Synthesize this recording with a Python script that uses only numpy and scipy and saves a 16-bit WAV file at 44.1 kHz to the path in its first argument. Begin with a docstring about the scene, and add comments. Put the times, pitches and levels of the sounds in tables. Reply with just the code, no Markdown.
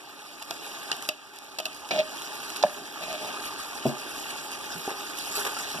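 """In a small kitchen, a wooden spoon stirs a thick meat curry that sizzles in a deep metal pot on a stove.
The sizzle and the sliding lumps are coloured noise made of tiny bursts and brief bubble notes.
Taps, knocks and thumps are fading tones and noise; scrapes are a groan under a dry rasp.
Wet lumps plop and squelch, fat spits, large bubbles burst, and the room answers softly.
A camera with two microphone ports hangs just above the rim and turns it all into stereo."""
import sys
import numpy as np
from scipy import signal
from scipy.fft import rfft, irfft, next_fast_len
from scipy.io import wavfile
from scipy.ndimage import uniform_filter1d, map_coordinates

SR = 44100
rng = np.random.default_rng(int(sys.argv[2]) if len(sys.argv) > 2 else 0)


def output_pcm(signal):
    """Save a mono or channel-first signal as 16-bit PCM at the path in sys.argv[1].

    Samples are clipped to [-1, 1] before scaling.
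    """
    pcm = np.clip(np.atleast_2d(signal).T, -1, 1) * 32767
    wavfile.write(sys.argv[1], SR, np.round(pcm).astype(np.int16))


N = 255773
TIME = np.arange(N) / SR  # the whole scene [s]
AGE = TIME[:SR // 3]  # time since one short event began [s]
TOP_HZ = 13100  # the camera passes nothing much higher


def amp(db):
    """Decibels to gain."""
    return 10 ** (np.asarray(db) / 20)


def unit(x):
    """Scaled to an average (rms) strength of 1."""
    return x / np.sqrt(np.mean(x ** 2) + 1e-20)


def along(points, hz):
    """Read a curve of (frequency [Hz], value) points on a log frequency axis."""
    f, v = np.transpose(points)
    return np.interp(np.log(hz + 1), np.log(f + 1), v)


def wobble(rate):
    """A smooth random curve with rate knots a second."""
    knots = rng.standard_normal(int(N * rate / SR) + 4)
    return map_coordinates(knots, [TIME * rate])


def filtered(x, response):
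    """Reshape the spectrum of x by a response that depends on frequency."""
    m = next_fast_len(N + SR // 2)
    return irfft(rfft(x, m) * response(np.fft.rfftfreq(m, 1 / SR)), m)[..., :N]


def low_cut(x, hz):
    """A small body radiates little below hz."""
    return signal.sosfilt(signal.butter(3, hz, "high", fs=SR, output="sos"), x)


def add(track, s, sound):
    """Mix a sound into a track at s seconds."""
    part = track[..., round(s * SR):][..., :sound.shape[-1]]
    part += sound[..., :part.shape[-1]]


def fade(t60):
    """A decay that loses 60 dB in t60 seconds."""
    return np.exp(-np.log(1000) * AGE / t60)


def onset(rise):
    """A soft start with a time constant of rise seconds."""
    return 1 - np.exp(-AGE / rise)


def ring(modes, hardness_db, tuning=1):
    """Fading tones of a struck body, at new strengths each time; a harder blow favours the high ones."""
    hz, db, t60 = np.transpose(modes)[..., None]
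    tilt_db = hardness_db * np.log2(hz / 500)
    strength = amp(db + tilt_db + rng.standard_normal(hz.shape))
    return np.sum(strength * fade(t60) * np.sin(2 * np.pi * hz * tuning * AGE), axis=0)


def surges(rows, t60, attack):
    """The level of short gushes that start fast and die away."""
    flow = np.zeros(N)
    for s, db in rows:
        add(flow, s, amp(db + 11.0) * fade(t60) * onset(attack))
    return flow


def gesture(start, end, rise, fall):
    """An envelope that rises from start, holds and dies away after end; rise and fall are time constants."""
    rising = 1 - np.exp(-np.maximum(TIME - start, 0) / rise)
    return rising * np.exp(-np.maximum(TIME - end, 0) / fall)


# air resonances of the open pot: (frequency [Hz], width [Hz], gain [dB])
AIR_IN_POT = [(404, 51, 8), (504, 28, -7), (851, 105, 9.5), (956, 250, -0.5), (1206, 140, 8.5),
              (1620, 400, 7.5), (1830, 49, 5), (2480, 41, 9), (2740, 120, 4.5)]


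def in_pot(x, spectrum):
    """Noise given its own colour and that of the resonating air in the pot, at rms 1."""
    def colour_db(f):
        air_db = sum(db / (1 + (2 * (f - hz) / width) ** 2) for hz, width, db in AIR_IN_POT)
        return along(spectrum, f) + air_db
    return unit(filtered(x, lambda f: amp(colour_db(f))))


def crackle(rate, life, spread_db, share):
    """Tiny bursts, rate a second, each fading in life seconds, over a bed of steady noise, at both ports."""
    sizes = (rng.random(N) < rate / SR) * amp(spread_db * np.clip(rng.standard_normal(N), -2, 2))
    power = np.abs(signal.fftconvolve(sizes ** 2, fade(life) ** 2)[:N])
    # the share of the power that goes to the bursts
    share = np.clip(share, 0, 1)
    return rng.standard_normal((2, N)) * np.sqrt(1 - share + share * power / power.mean())


def froth(count, centre_hz, octaves, cycles):
    """Many small bubbles, each a brief note with its own pitch, and its own phase at each port."""
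    starts = rng.integers(0, N, (count, 1))
    pitch, size = np.clip(rng.standard_normal((2, count, 1)), -2, 2)
    hz = centre_hz * 2 ** (octaves * pitch)
    t = AGE[AGE < 4 * cycles / centre_hz]
    decay = np.exp(-t * hz / cycles)
    shell = amp(2 * size) * np.sqrt(hz) * decay * (1 - np.exp(-t * hz))
    places = (starts + np.arange(len(t))).ravel()
    ports = [shell * np.sin(2 * np.pi * (hz * t + phase)) for phase in rng.random((2, count, 1))]
    return np.array([np.bincount(places, notes.ravel(), N)[:N] for notes in ports])


def patchy(x, depth_db):
    """Bubbles come in clusters, so each pitch region swells and sinks by itself."""
    z = signal.stft(x, nperseg=512)[2]
    field = rng.standard_normal(z.shape[1:])
    field = uniform_filter1d(field, size=7, axis=0)  # smooth over frequency
    field = uniform_filter1d(field, size=8, axis=1)  # smooth over time
    swollen = z * amp(depth_db * unit(field))
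    return unit(signal.istft(swollen, nperseg=512)[1][:, :N])


# how hard the curry fries: (time [s], heat [dB])
FRYING_HEAT = [(0, -7), (.4, -5.5), (1.25, -9.5), (1.85, -3.5), (2.85, -3), (3.7, -0.5), (5.8, 0.5)]
# the spoon ploughs through the food:
# (start [s], end [s], lift of the sauce's sounds [dB], lift of the fizz [dB])
SPOON_STROKES = [(0.44, 1.058, 7.5, 10), (1.942, 2.637, 3.5, 4.5), (2.909, 3.468, 3.5, 2),
                 (5.03, 5.7, 0.5, 5)]
STROKE_RISE_S, STROKE_SETTLE_S = 0.17, 0.051  # the food gets moving, and comes to rest


def stirring():
    """The heat, and how far the moving food lifts the sauce's sounds and the fizz, all in dB."""
    heat_db = np.interp(TIME, *np.transpose(FRYING_HEAT))
    start, end, sauce_db, fizz_db = np.transpose(SPOON_STROKES)[..., None]
    moving = gesture(start, end, STROKE_RISE_S, STROKE_SETTLE_S)
    return heat_db, np.sum(sauce_db * moving, axis=0), np.sum(fizz_db * moving, axis=0)


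# colour of the simmer: (frequency [Hz], level [dB])
SIMMER_COLOUR = [(150, -45), (400, -2.5), (700, -4), (1300, -8.5), (2000, -9.5), (2700, -2), (4500, -4),
                 (8000, -12.5), (13000, -33)]
SIMMER_DB, SIMMER_GROWS = -43, 1.03  # level at 0 dB of heat; dB gained per dB of heat


def simmer():
    """Steam breaks through the sauce as soft crackle, with a burble of low bubble notes."""
    heat_db, stirred_db, _ = stirring()
    level_db = SIMMER_DB + SIMMER_GROWS * heat_db + stirred_db + 0.75 * wobble(25)
    steam = unit(crackle(rate=600, life=.007, spread_db=4, share=.38))
    burble = unit(froth(count=1800, centre_hz=1100, octaves=.5, cycles=6))
    return amp(level_db) * in_pot(patchy(steam + .28 * burble, depth_db=1.2), SIMMER_COLOUR)


# colour of the fizz: (frequency [Hz], level [dB])
FIZZ_COLOUR = [(500, -7.5), (1800, -11), (3000, -7), (5300, -3), (7500, -5), (11000, -3.5), (13000, -6.5)]
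# fresh sauce runs onto hot metal: (time [s], relative level [dB])
HISS_FLARES = [(1.16, -72), (3.255, -48), (4.295, -45), (4.44, -48), (4.7, -47), (4.97, -66), (5.35, -35),
               (5.39, -41), (5.585, -41)]
FIZZ_DB, FIZZ_GROWS = -41, 1.38  # level at 0 dB of heat; dB gained per dB of heat


def fizz():
    """Fat fizzes where the spoon bares hot metal: hiss and high bubble notes, with flares of fresh sauce."""
    heat_db, _, bared_db = stirring()
    level_db = FIZZ_DB + FIZZ_GROWS * heat_db + bared_db + 1.8 * wobble(30)
    hiss = unit(crackle(rate=900, life=.004, spread_db=5.5, share=.35))
    beads = unit(froth(count=7000, centre_hz=4200, octaves=.75, cycles=5))
    pips = unit(froth(count=260, centre_hz=3200, octaves=.3, cycles=5))
    fat = in_pot(patchy(hiss + .58 * beads + .28 * pips, depth_db=2.1), FIZZ_COLOUR)
    flares = surges(HISS_FLARES, t60=0.21, attack=0.006)
    return np.hypot(amp(level_db), flares) * fat


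# colour of the sliding lumps: (frequency [Hz], level [dB])
SLUSH_COLOUR = [(20, -40), (60, -39), (120, -10.5), (200, -7.5), (290, 3.5), (420, -4.5), (700, -5.5),
                (1500, -33)]
# a lump of meat flops over: (time [s], relative level [dB])
MEAT_FLOPS = [(.495, -52.5), (1.905, -42), (2.12, -56), (2.76, -51), (3.215, -47.5), (5.38, -61)]
SLOP_DB, SLOP_GROWS = -44.5, 1.2  # level at 0 dB of heat; dB gained per dB of heat


def slop():
    """Lumps of meat slide in the sauce as low, wet crackle, and now and then one flops over."""
    heat_db, stirred_db, _ = stirring()
    sliding = amp(SLOP_DB + SLOP_GROWS * heat_db + 0.85 * stirred_db)
    flopping = surges(MEAT_FLOPS, t60=0.53, attack=0.0071)
    lumps = crackle(rate=150, life=.03, spread_db=3, share=.25)
    return np.hypot(sliding, flopping) * in_pot(lumps, SLUSH_COLOUR)


# the spoon meets the wall: (time [s], clack relative level [dB], contact muffled above [Hz],
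# clack t60 [s], note of the wood [Hz], its relative level [dB],
# main note of the wall at that spot [Hz], its ring relative level [dB])
SPOON_TAPS = [(0.421, -40, 12100, 0.025, 3000, -50, 675, -52),
              (0.5087, -23.5, 16000, 0.013, 2700, -39, 688, -36),
              (0.9160, -16.5, 9900, 0.011, 3010, -31, 695, -50),
              (.9262, -31, 7000, 0.026, 3200, -39, 695, -45),
              (1.0889, -15.5, 17000, 0.015, 2910, -28.5, 612, -30.5),
              (1.586, -26.5, 14000, 0.041, 2940, -40, 650, -40),
              (1.6, -27.5, 15000, 0.02, 3180, -41, 624, -36),
              (1.6542, -25, 13800, 0.025, 2890, -34.5, 646, -45),
              (1.6635, -31, 11000, 0.02, 2900, -41, 627, -41.5),
              (1.909, -24.5, 5430, 0.052, 2547, -28, 650, -32.5),
              (2.56, -28, 13000, 0.023, 2780, -41, 613, -65),
              (2.6265, -22.5, 6860, 0.04, 3850, -34.5, 613, -47),
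              (2.6365, -21, 4500, 0.01, 2630, -35.5, 610, -42)]
# colour of wood on metal: (frequency [Hz], level [dB])
CLACK_COLOUR = [(60, -74), (300, 8.5), (900, -9.5), (1800, -2.5), (2800, -3.5), (4000, 3), (5500, 1.5),
                (8000, -8), (13000, -6)]
# tones of the pot's wall, damped by the food: (frequency [Hz], level [dB], t60 [s])
WALL_MODES = [(195, -15, 0.084), (616.6, 1.5, 0.15), (705, 2, 0.05), (833, -6, 0.041), (1230, -4, 0.041),
              (1600, -19, 0.063), (2520, 2, 0.047), (2680, -14, 0.069), (2970, -13.5, 0.23),
              (3640, -8, 0.05), (3820, -14, 0.092)]
WALL_NOTE_HZ = 613  # the wall's main note where its tones are left untuned
WOOD_SWELL_S = 0.003  # the spoon's own note is loudest this long after the contact
# the spoon's second note, a little lower and louder: frequency ratio and level
WOOD_SECOND_NOTE, WOOD_SECOND_NOTE_DB = 0.92, 5.5


def taps():
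    """Each contact is a sharp snap and a short clack, then the brief notes of the wood and a ring of the wall."""
    clacks, rings = np.zeros((2, N)), np.zeros(N)
    swell = (AGE / WOOD_SWELL_S * np.exp(1 - AGE / WOOD_SWELL_S)) ** 2
    for s, clack_db, muffle_hz, t60, wood_hz, wood_db, wall_hz, ring_db in SPOON_TAPS:
        # a quick burst of noise with a faint tail
        burst = (fade(t60) + amp(-29) * fade(0.036)) * onset(0.0004)
        clack = burst * rng.standard_normal((2, len(AGE)))
        # the snap reaches the near (right) port directly
        add(clack, .0013, np.array([[.5], [2.6]]))
        # sauce on the spoon softens the contact
        softening = signal.butter(2, min(muffle_hz, SR / 2 - 1), fs=SR, output="sos")
        add(clacks, s, amp(clack_db + 6.0) * signal.sosfilt(softening, clack))
        phase = 2 * np.pi * wood_hz * AGE
        wood = np.sin(phase) + amp(WOOD_SECOND_NOTE_DB) * np.sin(WOOD_SECOND_NOTE * phase)
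        add(rings, s, amp(wood_db) * swell * wood)
        # food clinging to the wall shifts its tones from spot to spot
        wall = ring(WALL_MODES, hardness_db=-0.5, tuning=wall_hz / WALL_NOTE_HZ)
        add(rings, s, amp(ring_db) * wall)
    return filtered(clacks, lambda f: amp(along(CLACK_COLOUR, f))) + rings


# the spoon is dragged along the wall: (start [s], end [s], groan relative level [dB],
# rasp relative level [dB], first stick-slip rate [Hz])
SPOON_DRAGS = [(1.9, 1.938, -30, -34, 690.2), (1.943, 1.966, -26, -32.5, 629.5),
               (1.974, 1.995, -15, -29.5, 630.4), (3.005, 3.038, -45, -38.5, 687.3),
               (3.062, 3.155, -34, -42, 663), (3.191, 3.294, -49, -43.5, 636)]
DRAG_ATTACK_S, DRAG_RELEASE_S = 0.013, 0.014
GROAN_SWELL_DB, SAG_HZ_PER_S = 9, 400  # as the wood bites, the groan swells and its slips slow down


def dragging():
    """Strength of the groan, strength of the rasp and stick-slip rate over all drags."""
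    groan, rasp, slip_hz = np.zeros(N), np.zeros(N), np.zeros(N)
    for start, end, groan_db, rasp_db, hz in SPOON_DRAGS:
        contact = gesture(start, end, DRAG_ATTACK_S, DRAG_RELEASE_S)
        elapsed = np.clip(TIME, start, end) - start
        swell_db = GROAN_SWELL_DB * (elapsed / (end - start) - 1.5)
        groan += contact * amp(groan_db + swell_db)
        rasp += contact * amp(rasp_db)
        slip_hz = np.where(TIME >= start, hz - SAG_HZ_PER_S * elapsed, slip_hz)
    return groan, rasp, slip_hz


# extra colour of the rasp: (frequency [Hz], level [dB])
RASP_COLOUR = [(1200, -19), (2400, 10.5), (3300, 5.5), (5000, -1), (12000, -8)]
HUM_DB = -0.5  # the pot's hum over the rasp


def scrape():
    """Wood sticks and slips along the wall: a wavering groan under a dry rasp that sets the pot humming."""
    groan_gain, rasp_gain, slip_hz = dragging()
    phase = 2 * np.pi * np.cumsum(slip_hz * (1 + .025 * wobble(200))) / SR
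    groan = np.sqrt(2) * np.sin(phase) * amp(1.6 * wobble(130))
    # the crackle of the slips pulses in step with the groan
    slips = crackle(rate=600, life=.004, spread_db=3, share=.5) * (1 + .5 * np.sin(phase))
    hum = unit(signal.fftconvolve(slips[0], ring(WALL_MODES, hardness_db=-7.5))[:N])
    dry_slips = low_cut(in_pot(slips, CLACK_COLOUR), hz=1000)
    rasp = unit(filtered(dry_slips, lambda f: amp(along(RASP_COLOUR, f))))
    return groan_gain * groan + rasp_gain * (rasp + amp(HUM_DB) * hum)


def blows(rows, modes):
    """Blows with a soft start that set the fading tones of a heavy body ringing."""
    track = np.zeros(N)
    for s, db, hardness_db in rows:
        add(track, s, amp(db) * ring(modes, hardness_db) * onset(0.0039))
    return track


# blows that make the pot's bottom boom: (time [s], relative level [dB], hardness [dB per octave])
BOTTOM_KNOCKS = [(2.637, -4, 9), (2.6455, -8, -12), (2.6635, -34, 23)]
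# tones of the loaded bottom: (frequency [Hz], level [dB], t60 [s])
BOTTOM_MODES = [(195, -26, 0.04), (618, 0, 0.045), (699, 0, 0.022), (806, 2, 0.011), (930, -27, 0.011),
                (1700, -25.5, 0.015)]


def knocks():
    """The bottom of the pot, loaded with food, booms with short, heavily damped tones."""
    return blows(BOTTOM_KNOCKS, BOTTOM_MODES)


# the pot rocks on its stand: (time [s], relative level [dB], hardness [dB per octave])
STAND_THUMPS = [(0.914, -47.5, -5), (3.8538, -15, -3), (3.8617, -28, 0), (3.8696, -40, 8),
                (4.38, -48, -3.5), (4.747, -46, -10.5), (5.745, -31.5, 4.5), (5.785, -35, -2)]
# tones of the pot on its stand: (frequency [Hz], level [dB], t60 [s])
STAND_MODES = [(141.5, -8.5, 0.11), (233, -8, 0.083), (256, 5, 0.046), (318, -3, 0.086), (373, 3, 0.059),
               (473, -9, 0.093), (604.7, -16.5, 0.28), (641, 7, 0.034), (704, -12, 0.08), (855, -15, 0.17),
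               (1040, -15, 0.062)]


def thumps():
    """The pot rocks and thumps on its stand, which rings with low, fading tones."""
    return blows(STAND_THUMPS, STAND_MODES)


# a lump drops into the sauce: (time [s], relative level [dB])
LUMP_PLOPS = [(4.8765, -17), (4.914, -28)]
# the hollow that a lump makes in the sauce: (frequency [Hz], level [dB], t60 [s])
HOLLOW_MODES = [(297, -4, 0.036), (388, 0, 0.036), (747, -7, .03), (798, -1, 0.04), (1150, -14, .02)]


def plops():
    """A falling lump opens a hollow in the sauce, which rings dully and closes."""
    track = np.zeros(N)
    for s, db in LUMP_PLOPS:
        add(track, s, amp(db) * ring(HOLLOW_MODES, hardness_db=-3.5) * onset(0.0029))
    return track


# wet sauce squelches behind the spoon: (time [s], relative level [dB])
WET_SQUELCHES = [(4.885, -40), (5.37, -39.5), (5.445, -36), (5.563, -51)]


def squelches():
    """Short clumps of wet crackle, as sauce sucks and closes behind a lump."""
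    wet = crackle(rate=500, life=.006, spread_db=3, share=.6)
    flow = surges(WET_SQUELCHES, t60=.25, attack=.009)
    # colour: (frequency [Hz], level [dB])
    colour = [(150, -52), (400, 3.0), (900, -8.5), (1450, -12.0), (3000, -11.5), (8000, -17.0)]
    return flow * in_pot(wet, colour)


# drops of fat spit and pockets of steam pop: (time [s], peak level [dB], centre [Hz])
FAT_SPITS = [(0.4255, -22, 5000), (0.5066, -23, 7000), (0.5407, -27, 7000), (0.9673, -26, 8000),
             (1.0249, -19.5, 6500), (1.362, -31.5, 7000), (1.3876, -24, 5960), (1.748, -29, 7000),
             (1.89, -24, 4500), (2.121, -36, 3500), (2.2203, -20.5, 3600), (2.3534, -30, 2750),
             (2.5022, -18, 3520), (2.5695, -19, 7500), (2.925, -28, 2800), (3.1287, -18, 2750),
             (3.256, -32, 3430), (4.4408, -33, 3900), (4.5178, -20, 6000), (4.7223, -23, 3100),
             (5.1873, -17, 8000), (5.353, -17.5, 5940), (5.451, -14.5, 1370), (5.5463, -28, 3400),
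             (5.567, -22, 1350), (5.5886, -18.5, 5500)]
SPIT_OCTAVES = 1.1  # half width of a pop's band
SPIT_ECHO_DB, SPIT_ECHO_S = -15, .012  # level and t60 of its scatter, before the band is cut out


def spits():
    """A film of fat or sauce tears: one sharp pulse, duller for a large pocket, then its scatter in the pot."""
    track = np.zeros((2, N))
    for s, db, hz in FAT_SPITS:
        pop = amp(SPIT_ECHO_DB) * fade(SPIT_ECHO_S) * rng.standard_normal((2, len(AGE)))
        pop[:, 0] = 1  # the pulse itself
        edges = np.clip(hz * 2. ** (SPIT_OCTAVES * np.array([-1, 1])), 1, TOP_HZ)
        pop = signal.sosfilt(signal.butter(1, edges, "band", fs=SR, output="sos"), pop)
        add(track, s, amp(db) * pop / np.abs(pop).max())
    return track


# large bubbles burst in the sauce: (time [s], relative level [dB], first pitch [Hz])
BIG_BUBBLES = [(0.898, -30, 1550), (2.971, -29, 1206), (3.457, -37, 1170), (3.594, -26.5, 1210),
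               (3.76, -28.5, 850), (4.297, -34, 703), (4.632, -34, 864), (4.699, -33, 835),
               (4.765, -31, 168), (4.783, -40, 790), (5.565, -25.5, 1335), (5.744, -32, 1210),
               (5.754, -33, 160)]
BLOB_T60_S, BLOB_RISE_PER_S = 0.047, 0.6  # fade of a 1 kHz bubble; how fast its phase runs ahead


def bubbles():
    """Large bubbles burst with a short rising note; the lower ones last longer."""
    track = np.zeros(N)
    for s, db, hz in BIG_BUBBLES:
        shell = fade(BLOB_T60_S * np.sqrt(10 ** 3 / hz)) * onset(0.0024)
        note = np.sin(2 * np.pi * hz * AGE * (1 + BLOB_RISE_PER_S * AGE))
        add(track, s, amp(db - 3) * shell * note)
    return track


# how long the kitchen rings: (frequency [Hz], t60 [s])
KITCHEN_FADE = [(150, 0.23), (1000, 0.31), (4000, 0.24), (12000, 0.022)]


def kitchen(x):
    """The room's short answer: fading noise, different at each port, that starts 5 ms late."""
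    hz, t, z = signal.stft(rng.standard_normal((2, SR // 2)), SR, nperseg=256)
    decay = np.exp(-np.log(1000) * t / along(KITCHEN_FADE, hz)[:, None])
    tail = signal.istft(z * decay, SR, nperseg=256)[1]
    tail = np.pad(tail / np.linalg.norm(tail[0]), ((0, 0), (SR // 200, 0)))
    return signal.fftconvolve(x, tail, axes=1)[:, :N]


def scene():
    """Food, spoon, stand and room are summed, then made stronger at the right port than at the left."""
    spoon = low_cut(taps() + scrape() + knocks(), hz=178)
    # before that tilt, the thumps are raised at the left port and lowered at the right [dB]
    stand = low_cut(thumps(), hz=115) * amp([[1.8], [-1.8]])
    room = kitchen(amp(-19.5) * spoon + amp(-8.5) * stand)
    food = simmer() + fizz() + slop() + plops() + squelches() + spits() + bubbles()
    pot = food + spoon + stand + room
    # the pot lies nearer to the right port: (frequency [Hz], gain at the right and loss at the left [dB])
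    nearer_db = lambda f: along([(400, 1.4), (1500, 7.84), (13000, 0.46)], f)
    return filtered(pot, lambda f: amp([-nearer_db(f), nearer_db(f)]))


# how the camera mixes its ports: (frequency [Hz], share of the other port subtracted [0 to 1])
PORT_SHARE = [(150, .1), (500, .4), (1000, .95), (2200, 1), (4400, .85), (6500, .52), (13000, .44)]
# travel between the ports: (frequency [Hz], delay [s])
PORT_LAG = [(1000, .000463), (2120, .000472), (3260, .000459), (6600, .000453), (13000, .000451)]
# stereo width: (frequency [Hz], gain of the left-right difference [dB])
STEREO_WIDTH = [(40, 11), (130, -2.5), (600, -8), (1400, -1), (13000, 0.5)]


def record(dry):
    """Each channel is one port minus the delayed other one; then the width is set and the top cut off."""
    share = lambda f: np.clip(along(PORT_SHARE, f), 0, 1)
    lag = lambda f: np.exp(-2j * np.pi * f * along(PORT_LAG, f))
    other = filtered(dry[::-1], lambda f: share(f) * lag(f))
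    left, right = filtered(dry - other, lambda f: 1 / np.hypot(1, share(f)))
    mid = (left + right) / 2
    side = filtered((left - right) / 2, lambda f: amp(along(STEREO_WIDTH, f)))
    stereo = np.array([mid + side, mid - side])
    return filtered(stereo, lambda f: np.clip((TOP_HZ - f) / 200 + .5, 0, 1))


dry = scene()
out = record(dry)
output_pcm(out)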